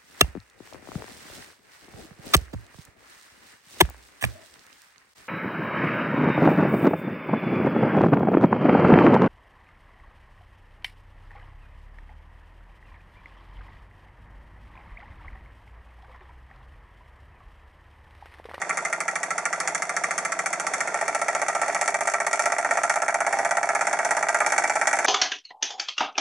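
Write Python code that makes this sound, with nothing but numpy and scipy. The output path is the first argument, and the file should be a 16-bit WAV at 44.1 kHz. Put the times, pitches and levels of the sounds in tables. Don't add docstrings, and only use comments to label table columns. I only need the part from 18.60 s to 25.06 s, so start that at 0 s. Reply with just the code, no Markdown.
import sys
import numpy as np
from scipy import signal
from scipy.fft import rfft, irfft, next_fast_len
from scipy.io import wavfile
from scipy.ndimage import uniform_filter1d

SR = 44100
rng = np.random.default_rng(int(sys.argv[2]) if len(sys.argv) > 2 else 0)


def transcribe(u):
    v = np.clip(np.atleast_2d(u).T, -1, 1)
    q = np.round(v * 32767).astype(np.int16)
    wavfile.write(sys.argv[1], SR, q)


N = 284886
TIME = np.arange(N) / SR
TAIL_N = SR // 2


def amp(db):
    return 10 ** (np.asarray(db) / 20)


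def curve(table, at):
    return np.interp(at, *np.transpose(table))


def colour(x, spectrum):
    hz, db = np.transpose(spectrum)
    size = next_fast_len(N + SR // 10)
    log_hz = np.log(np.fft.rfftfreq(size, 1 / SR) + 1)
    gain = amp(np.interp(log_hz, np.log(hz), db))
    return irfft(rfft(x, size) * gain, size)[..., :N]


def band(x, low_hz, high_hz):
    sos = signal.butter(3, [low_hz, high_hz], "band", fs=SR, output="sos")
    return signal.sosfilt(sos, x)


def unit(response):
    return response / np.sqrt(np.mean(np.sum(response ** 2, axis=-1)))


def fade(t60_s):
    return np.exp(-np.log(1000) * TIME[:TAIL_N] / t60_s)


def through(x, response):
    return signal.fftconvolve(np.atleast_2d(x), np.atleast_2d(response), axes=-1)[:, :N]


def diffuse(size, apart_hz):
    mid, side = rng.standard_normal((2, size))
    b, a = signal.butter(1, min(apart_hz, SR / 3), "high", fs=SR)
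    side = signal.lfilter(b, a, side)
    return np.array([mid + side, mid - side])


def ring(modes):
    total = np.zeros(TAIL_N)
    for pitch_hz, energy_db, t60_s in modes:
        tone = fade(t60_s) * np.cos(2 * np.pi * pitch_hz * TIME[:TAIL_N])
        total += amp(energy_db) * unit(tone)
    return unit(total)


# time_s, turns_per_s
SPEED = [(0.0, 13.13), (0.15, 12.724), (0.5, 13.23), (0.8, 13.47), (1.2, 13.757), (1.6, 14.157),
         (1.95, 14.471), (2.25, 14.484), (2.6, 14.799), (3.0, 15.169), (3.5, 15.457), (3.9, 15.8),
         (4.3, 16.151), (4.7, 16.349), (5.1, 16.669), (5.6, 16.846), (6.0, 17.134), (6.46, 17.216)]
FIRST_KNOCK_S = .0170


def crank():
    turns = np.cumsum(curve(SPEED, TIME)) / SR
    return turns - np.interp(FIRST_KNOCK_S, TIME, turns)


def strokes():
    return np.maximum(crank() + 1 / 4, 0).astype(int)


# time_s, grip [0 free, 1 fingertips, 2 whole hand, 3 pulling it aside]
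GRIP = [(0, 0), (2.28, 0), (2.35, 1), (3.7, 1), (4.6, 2), (5.8, 2), (5.95, 3), (6.46, 3)]


def grip_share():
    return np.minimum(curve(GRIP, TIME), 1)


def by_grip(values, grip):
    return np.interp(grip, np.arange(len(values)), values)


# during_s, steel_bite_db, frame_bite_db
ODD_STROKES = [(0.02, -7, -10), (0.09, -2.5, -5), (0.48, 0.5, 8), (0.71, 0.5, -13), (0.85, 1.5, 14),
               (0.93, -1.0, 17), (1.0, 3.5, 7), (1.08, 5, 7), (1.15, 2.5, -10), (1.29, -1, -9),
               (1.44, 3.5, 9), (1.58, 3.5, 7), (1.86, 3.5, 1.5), (1.93, 2.5, 3), (2.14, 2, 15),
               (2.27, -8.5, -19), (2.34, -5, -4), (2.41, -2, -10), (2.55, 2.0, -5), (2.62, -1.5, -23),
               (2.82, -0.5, -1), (2.88, 4.5, -4), (2.95, 0, -7), (3.02, 1.5, -17), (3.08, -4, -19),
               (3.21, 7.5, 8), (3.28, 5, 8), (3.47, 4.5, -1), (3.67, 2.0, 9), (3.73, 5, 11), (3.79, 7, -5),
               (3.86, 3.5, 5), (3.92, -1.5, 4), (3.98, 0, -1), (4.05, -8, 1), (4.17, -3, -4), (4.23, 4, 8),
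               (4.3, 7, 1), (4.42, -1, 1), (4.54, -2, -3), (4.6, -2, 1), (4.67, -2, -16), (4.73, -3.5, -1),
               (4.79, -4.5, -16), (4.97, -2.5, -1), (5.03, -4.5, -8), (5.09, -4.5, -6), (5.39, -6.5, 3),
               (5.45, 1.5, -6), (5.51, 2.5, -4), (5.63, -4, 3), (5.69, 3, 0), (5.8, -1.5, 4), (5.86, 4, 11),
               (5.92, 3.5, 14), (5.98, 7.5, 6), (6.04, -1.5, -9), (6.21, -3, -0.5), (6.27, 8, -4),
               (6.33, 0.5, 9)]
BITE_SCATTER_DB = 0.3


def bite():
    stroke = strokes()
    db = BITE_SCATTER_DB * rng.standard_normal((stroke[-1] + 1, 2))
    for during_s, *odd_db in ODD_STROKES:
        db[stroke[int(during_s * SR)]] = odd_db
    return db[stroke].T


CRUISE_HZ = 15


def force(law, bite_db):
    cruise_db, per_doubling_db, hand_db, bite_share = law
    speed_db = per_doubling_db * np.log2(curve(SPEED, TIME) / CRUISE_HZ)
    return cruise_db + speed_db + hand_db * grip_share() + bite_share * bite_db


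POWER, RETURN, ROD_UP = 0, .655, .43
TIP_S, CLICK_S, BLOW_S, BOUNCE_S, DROP_S = -.0001, 0, .0005, .0027, .0035
REBOUND_S, RATTLE_S, THUMP_S, SETTLE_S = .0052, .0080, .0135, .0180
HURRY = .25


def contacts(table, force_db, scatter_db, jitter_s, slack_db=0, slack_s=0):
    speed, turns, grip = curve(SPEED, TIME), crank(), curve(GRIP, TIME)
    turn = np.arange(int(turns[-1]) + 1)
    pushes = np.zeros(N)
    for place, delay_s, *grips_db in table:
        late, strong, loose = rng.standard_normal((len(turn), 3)).T
        late = 2 * uniform_filter1d(late, size=4)
        unloaded = place != POWER
        when_s = np.interp(turn + place, turns, TIME, right=2 * TIME[-1])
        delays_s = delay_s * (CRUISE_HZ / curve(SPEED, when_s)) ** HURRY
        when_s = when_s + delays_s + jitter_s * late + unloaded * slack_s * loose
        i = np.clip((when_s * SR).astype(int), 0, N - 1)
        spread_db = (scatter_db + unloaded * slack_db) * strong
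        level_db = force_db[i] + by_grip(grips_db, grip[i]) + spread_db
        inside = i < N - 1
        pushes[i] += amp(level_db) * np.sqrt(SR / speed[i]) * inside
    return pushes


def singles(table, delay_s=0):
    at_s, db = np.transpose(table)
    i = ((at_s + delay_s) * SR).astype(int)
    return np.bincount(i, amp(db) * np.sqrt(SR / CRUISE_HZ), N)[:N]


def chatter(pushes, share, t60_s):
    envelope = through(pushes, unit(fade(t60_s)))[0]
    return pushes + share * rng.standard_normal(N) * envelope


def body(pushes, modes, scatter_db, stiffening):
    grip, stroke = curve(GRIP, TIME), strokes()
    clock_s = np.cumsum(1 + stiffening * (grip - 1)) / SR
    out = np.zeros(N)
    for pitch_hz, t60_s, *grips_db in modes:
        stroke_gain = amp(scatter_db * rng.standard_normal(stroke[-1] + 1))[stroke]
        drive = pushes * by_grip(amp(grips_db), grip) * stroke_gain
        swing = np.exp(2j * np.pi * pitch_hz * clock_s)
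        keep = np.exp(-np.log(1000) / (t60_s * SR))
        envelope = signal.lfilter([np.sqrt(2 * (1 - keep ** 2))], [1, -keep], drive * swing.conj())
        out += (swing * envelope).real
    return out


# freq_hz, relative_db
RUMBLE = [(25, -16), (90, -18.0), (180, -11), (350, -3), (1000, -51)]
RUMBLE_DB, RUMBLE_HELD_DB = -59, 3


def rumble():
    low = colour(rng.standard_normal((2, N)), RUMBLE)
    return low / low.std() * amp(RUMBLE_DB + RUMBLE_HELD_DB * grip_share())


# freq_hz, relative_db_per_hz
FLAME = [(30, -33), (100, -15), (250, -3), (500, 5), (750, 10.5), (1100, 3.5), (2100, 4.5), (2900, -10),
         (4400, -9.5), (6300, -5.5), (8000, -12), (10300, -18.5), (12000, -47), (16000, -65)]
FLAME_DB = -37


def torch(flutter_db, flutter_hz):
    knots_s = np.arange(0, TIME[-1] + 1, 1 / flutter_hz)
    flutter = np.interp(TIME, knots_s, rng.standard_normal(len(knots_s)))
    hiss = colour(diffuse(N, apart_hz=5470), FLAME)
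    return hiss / hiss.std() * amp(FLAME_DB + flutter_db * flutter)


# pitch_hz, energy_db, t60_s
LEG_MODES = [(165.2, -3, 0.32), (184.1, -0.5, 0.23)]
LEGS_DB, LEGS_HELD_DB = -56, -4.5


def legs(shake):
    pushes = contacts([(POWER, 0, 0)], np.zeros(N), scatter_db=1, jitter_s=.0001)
    sway = through(pushes + shake * rng.standard_normal(N), ring(LEG_MODES))
    hum = band(sway, low_hz=148, high_hz=214)
    return hum / hum.std() * amp(LEGS_DB + LEGS_HELD_DB * grip_share())


# place_turns, delay_s, then level_db per grip from free upwards
BASE_CONTACTS = [(POWER, TIP_S, -2, -2.5, -3, -1), (POWER, DROP_S, 0.99, 0.55, 0.46, 2),
                 (POWER, THUMP_S, -3.9, -0.8, 1.5, -1), (POWER, SETTLE_S, -7.5, -9.5, -8, -2),
                 (RETURN, BLOW_S, -3, -9.5, -15.5, -10.5), (RETURN, DROP_S, -0.51, -11, -4.5, -8)]
# pitch_hz [under fingertips], t60_s, then level_db for each of the four grips
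BASE_MODES = [(287.5, 0.11, 3, 7, 6.5, 7), (333.6, .12, 11, 8, 3, 8), (404, 0.18, 6.5, 7.5, 4.5, 0),
              (591.6, 0.024, -1, 4, -1.5, 0.5), (683.8, 0.025, 11, 12, 11.5, 8),
              (777, 0.069, 1.5, -2.5, 8, 7), (791, 0.1, -18, -6.5, -6.5, 1), (996, 0.12, -26, -27, 4, 1)]
# cruise_db, per_speed_doubling_db, hand_db, bite_share
BASE_FORCE = (-35.5, 8.5, 7.5, 0)
BASE_CHATTER = .22


def base(bite_db):
    blow_db = force(BASE_FORCE, bite_db)
    pushes = contacts(BASE_CONTACTS, blow_db, scatter_db=0.63, jitter_s=.00005)
    pushes = chatter(pushes, BASE_CHATTER, t60_s=0.079)
    boom = body(pushes, BASE_MODES, scatter_db=0.14, stiffening=0.0068)
    return amp(-20.5) * band(boom, low_hz=512.4, high_hz=1007)


# place_turns, delay_s, then level_db per grip from free upwards
FRAME_CONTACTS = [(POWER, BLOW_S, 0.5, 0.47), (POWER, BOUNCE_S, 0, 0.69), (POWER, REBOUND_S, 0.69, 0.74),
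                  (POWER, RATTLE_S, -2, -4), (POWER, THUMP_S, -23, -2.5), (POWER, SETTLE_S, -22, -7),
                  (ROD_UP, BLOW_S, -9.5, -11.5), (RETURN, DROP_S, -16, -3)]
# pitch_hz, t60_s, then level_db for each of the four grips
FRAME_MODES = [(1180, .09, 3.5, -6, -16, -13), (1230, 0.088, -3.5, 1.5, 3, -1),
               (1346.5, 0.071, 6, 9, 0.5, 1), (1395, .1, 5.5, -0.5, 7, -8), (1483, 0.046, -6, -6, 1.5, 7),
               (1559, 0.036, -1.5, -0.5, 4, 7.5), (1689, 0.037, 0, -4, 5, 5.5),
               (1845, 0.033, -0.5, 4, 3, 0), (1899, 0.034, 9, 7, 7, 10), (2073, 0.033, 7, 0, -2.5, 3),
               (2192, 0.081, -7, 1, 2.5, 4), (2285, 0.053, -4.5, -1.5, -8.5, -3),
               (2292, 0.15, -26, -14, -1.5, 0)]
# cruise_db, per_speed_doubling_db, hand_db, bite_share
FRAME_FORCE = (-29.5, 3, 1, 0.17)
# start_s, level_db
SECOND_KNOCKS = [(0.0305, -29), (0.1088, -24), (0.1876, -23.5), (0.2666, -31), (0.3425, -30), (2.6978, -33),
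                 (2.8315, -30), (2.901, -27), (2.9673, -30), (3.0335, -26), (3.0996, -25), (3.1651, -24),
                 (3.2261, -26), (4.0642, -30), (5.7617, -27)]
FRAME_CHATTER = .4


def frame(bite_db):
    blow_db = force(FRAME_FORCE, bite_db)
    pushes = contacts(FRAME_CONTACTS, blow_db, scatter_db=2, jitter_s=0.00012, slack_db=-0.5, slack_s=.0008)
    bounces = amp(-13.5) * singles(SECOND_KNOCKS, delay_s=RATTLE_S)
    pushes = pushes + singles(SECOND_KNOCKS) + bounces
    pushes = chatter(pushes, FRAME_CHATTER, t60_s=0.017)
    rings = body(pushes, FRAME_MODES, scatter_db=1.5, stiffening=0)
    return amp(-23.5) * band(rings, low_hz=1040, high_hz=2276)


# place_turns, delay_s, then level_db per grip from free upwards
STEEL_CONTACTS = [(POWER, CLICK_S, 0, 0), (POWER, REBOUND_S, -7, -8.5), (POWER, SETTLE_S, -20.5, -16),
                  (ROD_UP, CLICK_S, -17.5, -14), (RETURN, CLICK_S, -18.5, -17.5),
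                  (RETURN, DROP_S, -39, -16)]
# cruise_db, per_speed_doubling_db, hand_db, bite_share
STEEL_FORCE = (-36, 9, -1, 0.67)
# start_s, level_db
ROD_TICKS = [(2.794, -54), (3.125, -48), (3.5157, -55), (3.7567, -50), (3.8204, -55), (4.1356, -47),
             (4.3842, -52), (6.0766, -39), (6.367, -43)]
# pitch_hz, energy_db, t60_s
ROD_MODES = [(4590, -3, 0.11), (5790, -15, 0.079), (6303, 1, 0.052), (7030, -15, 0.23), (7220, -9, 0.036),
             (7540, 1, 0.05), (8100, 2.5, 0.03), (9800, 7, 0.018)]
# freq_hz, relative_db
STEEL = [(200, -59), (900, -7.5), (1500, 2), (2200, 8.5), (2600, -6.5), (2900, -0.5), (3500, -7.5),
         (4050, -3.5), (4600, -4.5), (5500, 2), (6300, 2.5), (7500, 0), (8900, -3), (10400, -8.5),
         (12000, -10), (14300, -15), (16000, -40)]


def steel(bite_db):
    blow_db = force(STEEL_FORCE, bite_db)
    pushes = contacts(STEEL_CONTACTS, blow_db, scatter_db=0.5, jitter_s=.00008, slack_db=3.0, slack_s=0.0011)
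    pushes = chatter(pushes + singles(ROD_TICKS), share=0.81, t60_s=0.044)
    grit = diffuse(N, apart_hz=9400)
    crack_power = abs(through(pushes ** 2, unit(fade(t60_s=0.0072)) ** 2))
    crack = grit / grit.std() * np.sqrt(crack_power)
    dense_ring = unit(fade(t60_s=0.068) * diffuse(TAIL_N, apart_hz=5000))
    rings = amp(-11.5) * dense_ring + amp(-11) * ring(ROD_MODES)
    return amp(2.5) * colour(crack + through(pushes, rings), STEEL)


def room(x, t60_s, wet_db, gap_s):
    build_up = 1 - np.exp(-(TIME[:TAIL_N] / gap_s) ** 2)
    reflections = unit(diffuse(TAIL_N, apart_hz=1630) * fade(t60_s) * build_up)
    return x + amp(wet_db) * through(x, reflections)


def scene():
    steel_bite_db, frame_bite_db = bite()
    engine = frame(frame_bite_db) + base(frame_bite_db) + legs(shake=0.046) + steel(steel_bite_db)
    engine = room(engine, t60_s=0.12, wet_db=-8.5, gap_s=0.0012)
    return engine + torch(flutter_db=3.0, flutter_hz=6.5) + rumble()


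# freq_hz, left_minus_right_db
BALANCE_DB = [(100, -.5), (600, -1.5), (1100, -2), (3500, -1.5), (6300, -1), (11000, .5)]
# center_hz, width_hz
NOTCHES = [(1065, 37), (1995, 7.3), (3010, 333), (4000, 527), (5020, 390)]
TOP_HZ = 10700


def record(dry):
    hz, lean_db = np.transpose(BALANCE_DB)
    left = colour(dry[0], np.c_[hz, lean_db / 2])
    right = colour(dry[1], np.c_[hz, -lean_db / 2])
    out = np.array([left, right])
    for notch_hz, width_hz in 2 * NOTCHES:
        b, a = signal.iirnotch(notch_hz, notch_hz / width_hz, fs=SR)
        out = out - 0.72 * (out - signal.lfilter(b, a, out))
    return signal.sosfilt(signal.ellip(5, .5, 32, TOP_HZ, fs=SR, output="sos"), out)


dry = scene()
out = record(dry)
transcribe(out)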